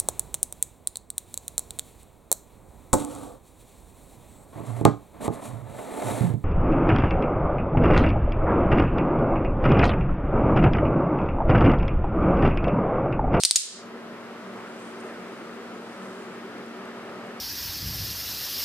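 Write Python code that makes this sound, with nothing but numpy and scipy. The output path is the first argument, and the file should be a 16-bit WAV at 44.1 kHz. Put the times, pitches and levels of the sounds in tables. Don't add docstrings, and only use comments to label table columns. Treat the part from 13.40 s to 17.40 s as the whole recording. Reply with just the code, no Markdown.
import sys
import numpy as np
from scipy import signal
from scipy.fft import rfft, irfft, next_fast_len
from scipy.io import wavfile
from scipy.ndimage import uniform_filter1d, map_coordinates

SR = 44100
rng = np.random.default_rng(int(sys.argv[2]) if len(sys.argv) > 2 else 0)


def put_to_file(sound):
    columns = np.atleast_2d(sound).T
    safe = np.clip(columns, -1, 1)
    whole_steps = np.round(safe * 32767)
    wavfile.write(sys.argv[1], SR, whole_steps.astype(np.int16))


def volts_from_decibels(level):
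    exponent = np.asarray(level, float) / 20
    return 10 ** exponent


N = 176400

# (time_s, low_gain_db, high_gain_db)
CAMERA_GAIN = [
    (0, -20, -5),
    (.17, -23, -5),
    (.28, -14, -6.5),
    (.33, -6.5, -5),
    (.4, 0.5, -3.5),
    (.47, 3.5, -1),
    (1.1, 4.5, 1),
    (4, 5, 1.5),
]
LEFT_LEAD_S = 8e-5


def unit(x):
    return x / np.sqrt(np.mean(x ** 2) + 1e-20)


def along(points, hz):
    f, v = np.transpose(points)
    return np.interp(np.log(hz + 1), np.log(f + 1), v)


def curves(rows):
    s, *cols = np.transpose(rows)
    return [np.interp(np.arange(N) / SR, s, c) for c in cols]


def wobble(rate):
    knots = rng.standard_normal(int(N * 40 / SR) + 4)
    return map_coordinates(knots, [np.arange(N) * rate / SR])


def filtered(x, response):
    n = x.shape[-1]
    m = next_fast_len(n + 8192)
    return irfft(rfft(x, m) * response(np.fft.rfftfreq(m, 1 / SR)), m)[..., :n]


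def peak(f, hz, width):
    return 1j * f * width / (hz * hz - f * f + 1j * f * width)


def lead(x, s):
    return filtered(x, lambda f: np.exp(1j * np.pi * f * s * np.array([[1], [-1]])))


def rush(gain, patchy_db):
    # (pitch_hz, likeness 0 to 1)
    likeness = [(30, 0.38), (60, 0.43), (130, 0.94), (290, 0.92), (640, 0.92), (1410, 0.78), (3100, 0.38),
                (6800, 0.17), (15000, 0.067)]
    z = signal.stft(rng.standard_normal((2, N)), nperseg=512)[2]
    patches = uniform_filter1d(rng.standard_normal(z.shape[1:]), size=5, axis=0)
    patches = uniform_filter1d(patches, size=8, axis=1)
    pair = signal.istft(z * volts_from_decibels(patchy_db * unit(patches)), nperseg=512)[1][:, :N]

    def middle_and_side(f):
        turn = np.arccos(np.clip(along(likeness, f), -1, 1)) / 2
        return gain(f) * np.array([np.cos(turn), np.sin(turn)])

    mid, side = filtered(pair, middle_and_side)
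    return unit(lead(np.array([mid + side, mid - side]), LEFT_LEAD_S))


def shock(f):
    # (pitch_hz, width_hz, level_db)
    openings = [(4480, 5900, 5), (8300, 1200, -0.5)]
    shock_hz, shock_width_hz, top_hz, thump_hz, thump_db = 6010, 11500, 9670, 550, 0.5
    ports = sum(volts_from_decibels(db) * peak(f, hz, w) for hz, w, db in openings)
    ports = ports - volts_from_decibels(3) * peak(f, 2000, 900)
    soft = peak(f, top_hz, top_hz) * top_hz / (1j * f + 1)
    snap = ports * soft ** 2 * peak(f, shock_hz, shock_width_hz) ** 2
    thump = volts_from_decibels(thump_db) * peak(f, thump_hz, 2 * thump_hz) ** 2
    return snap + thump


def restrikes(spark):
    db, rate_hz, ms, fade_db, drop_db = spark
    scatter_db, jitter = 1.2, .04
    count = np.arange(16)
    at = (count + jitter * rng.standard_normal(16)) / rate_hz * (count > 0)
    later_db = np.where(at > 0, scatter_db * rng.standard_normal(16) - drop_db, 0)
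    size_db = db - fade_db * at * 1000 + later_db
    share = np.clip((ms / 1000 - at) * rate_hz + 1, 0, 1)
    return at, share * volts_from_decibels(size_db)


def room_fall():
    # (pitch_hz, fade_s)
    fade_times = [(500, 0.47), (3000, 0.78), (7000, 0.58), (13000, 0.28)]
    # (pitch_hz, level_db)
    tint = [(300, -17.5), (1200, -7), (2200, -1.5), (4300, 4), (7000, 2), (9000, 6.5), (11000, 1),
            (13300, 10), (14100, -30)]
    early_db, early_fade_s, late_db, rise_s = -12, 0.025, -9, 0.0014
    hz, t, _ = signal.stft(np.zeros(SR * 3 // 4), SR, nperseg=128)
    late = volts_from_decibels(late_db - 60 * t / along(fade_times, hz)[:, None]) / 100
    early = volts_from_decibels(early_db - 60 * t / early_fade_s) / 20
    return (late + early) * volts_from_decibels(along(tint, hz))[:, None] * (1 - np.exp(-t / rise_s))


def room_tail(fall):
    z = signal.stft(rng.standard_normal((2, SR * 3 // 4)), nperseg=128)[2]
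    return signal.istft(z * fall, nperseg=128)[1]


def sparks():
    # (peak_db, strike_rate_hz, length_ms, fade_db_per_ms, drop_after_first_db)
    discharges = [(1, 4400, .6, 6, 1), (-1, 3050, .7, 5, 10), (-10, 3000, .4, 9, 8), (-23, 3600, .9, 2, 0),
                  (-2, 4600, .95, 5, 3), (-8, 4200, .55, 1, 0), (-2, 4450, .45, 10, 0),
                  (-21, 4400, .6, 2, 0), (-2, 6850, 1.65, 1.2, 8), (-7, 4500, .35, 1, 0),
                  (-8, 7100, .7, 3, 5)]
    starts = [-.03, .03589, .0391, .0447, .05035, .0539, .11049, .1138, .15864, .1616, .16363]
    echo_levels = [4, -2, -1.5, 2, 6.5, -8, 2, -2, 8, -5, 10.5]
    spark_db, right_lead_s = 13.5, 1.4e-5
    blur = .75
    swallow_s, swallow_db_per_s = 0.39, 129
    ahead, size = SR // 10, 2048
    f = np.fft.rfftfreq(size, 1 / SR)
    direct = np.zeros(N + ahead)
    wet = np.zeros((2, N + ahead))
    fall = room_fall()
    for s, send_db, spark in zip(starts, echo_levels, discharges):
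        at, strengths = restrikes(spark)
        part, i = np.modf(s * SR + ahead)
        i = int(i)
        train = strengths @ np.exp(-2j * np.pi * np.outer(at + part / SR, f))
        blow = volts_from_decibels(spark_db) * irfft(train * shock(f), size)[:size // 2]
        direct[i:][:len(blow)] += blow

        blurred = np.sqrt((1 - blur) * abs(train) ** 2 + blur * np.sum(strengths ** 2))
        to_walls = np.roll(irfft(blurred * shock(f), size), size // 16)[None, :size // 2]
        echo = signal.fftconvolve(volts_from_decibels(spark_db + send_db) * to_walls, room_tail(fall), axes=1)
        wet[:, i:i + echo.shape[1]] += echo
    time_s = (np.arange(N + ahead) - ahead) / SR
    wet *= volts_from_decibels(-swallow_db_per_s * np.clip(time_s - swallow_s, 0, None))
    near = lead(np.array([direct, direct]), -right_lead_s)
    return (near + wet * volts_from_decibels([[-.5], [.5]]))[:, ahead:]


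def sleeve():
    # (time_s, level_db)
    rubbing = [
        (.5, -92),
        (1.1, -73),
        (1.42, -61),
        (1.7, -65),
        (2.3, -70),
        (2.6, -63.5),
        (2.8, -62),
        (3, -73),
        (4, -83),
    ]
    # (pitch_hz, level_db)
    cloth = [(3000, -26), (5000, -6), (7500, -1), (9200, 0), (10300, -14), (13000, -30), (15800, -60)]
    # (start_s, peak_db)
    ticks = [
        (1.602, -37),
        (1.609, -39),
        (2.9907, -51),
        (3.1812, -41),
        (3.2616, -44),
        (3.4541, -39),
        (3.6606, -50),
        (3.7589, -45),
        (3.8682, -42),
    ]
    tick_fade_s, tick_db = 0.015, -12.5
    level = volts_from_decibels(curves(rubbing)[0] + 1.2 * wobble(30))
    t = np.arange(SR // 20) / SR
    for s, db in ticks:
        level[round(s * SR):][:len(t)] += volts_from_decibels(db + tick_db - 60 * t / tick_fade_s)
    return level * rush(lambda f: volts_from_decibels(along(cloth, f)), patchy_db=2.5)


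def fan_tones():
    # (pitch_hz, level_db, wander_hz)
    hum = [(123.7, -69, 0.45), (232.2, -51, 0.48)]
    tones = np.zeros(N)
    for hz, db, wander_hz in hum:
        level = volts_from_decibels(db + 1.5 + 1.3 * wobble(4.8))
        tones += level * np.sin(2 * np.pi * np.cumsum(hz + wander_hz * wobble(8)) / SR)
    return lead(np.array([tones, tones]), LEFT_LEAD_S)


def fan():
    # (pitch_hz, level_db_per_hz)
    rumble = [(20, -77.5), (60, -33), (110, -10.5), (150, -7.5), (190, -0.5), (480, 3), (640, -35.5),
              (1200, -120)]
    # (pitch_hz, level_db_per_hz)
    roar = [(330, -21), (560, 4.5), (800, -1.5), (1300, 0.5), (2000, -3), (2900, -9.5), (3800, -40.5),
            (6000, -120)]
    # (pitch_hz, level_db_per_hz)
    hiss = [(1900, -22), (3100, -1), (5000, -7), (6400, -11.5), (9000, -14.5), (11000, -20), (15600, -25),
            (15900, -72)]
    # (pitch_hz, width_hz, level_db)
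    housing = [(192.8, 16, -57), (333.9, 12, -65), (381, 29.3, -53.5), (1282, 170, -58.5), (4950, 200, -72),
               (11612, 70, -81)]
    rumble_db, roar_db, hiss_db = -49, -46.5, -56
    flow_db = .4 * wobble(2) + .6 * wobble(12)
    held_db = np.minimum(curves(CAMERA_GAIN)[0], 0)
    air = volts_from_decibels(rumble_db + flow_db) * rush(lambda f: volts_from_decibels(along(rumble, f)), patchy_db=1.1)
    air += volts_from_decibels(roar_db + flow_db) * rush(lambda f: volts_from_decibels(along(roar, f)), patchy_db=0.62)
    air += volts_from_decibels(hiss_db + held_db) * rush(lambda f: volts_from_decibels(along(hiss, f)), patchy_db=0.1)
    for hz, width, db in housing:
        air += volts_from_decibels(db) * rush(lambda f: peak(f, hz, width) ** 2, patchy_db=-1.2)
    return (air + fan_tones()) * volts_from_decibels([[.3], [-.3]])


def scene():
    return sparks() + sleeve() + fan()


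def roll_off(x):
    return signal.sosfilt(signal.butter(12, 16500, fs=SR, output="sos"), x)


def record(dry):
    split_hz, top_hz, top_slope_hz = 1600, 16900, 1100
    low_db, high_db = curves(CAMERA_GAIN)
    low = filtered(dry, lambda f: 1 / (1 + (f / split_hz) ** 4))
    mix = low * volts_from_decibels(low_db) + (dry - low) * volts_from_decibels(high_db)
    mix = np.clip(mix, -1, 1)
    mix = filtered(mix, lambda f: np.sin(np.pi / 2 * np.clip((top_hz - f) / top_slope_hz, 0, 1)) ** 2)
    return roll_off(mix)


dry = scene()
out = record(dry)
put_to_file(out)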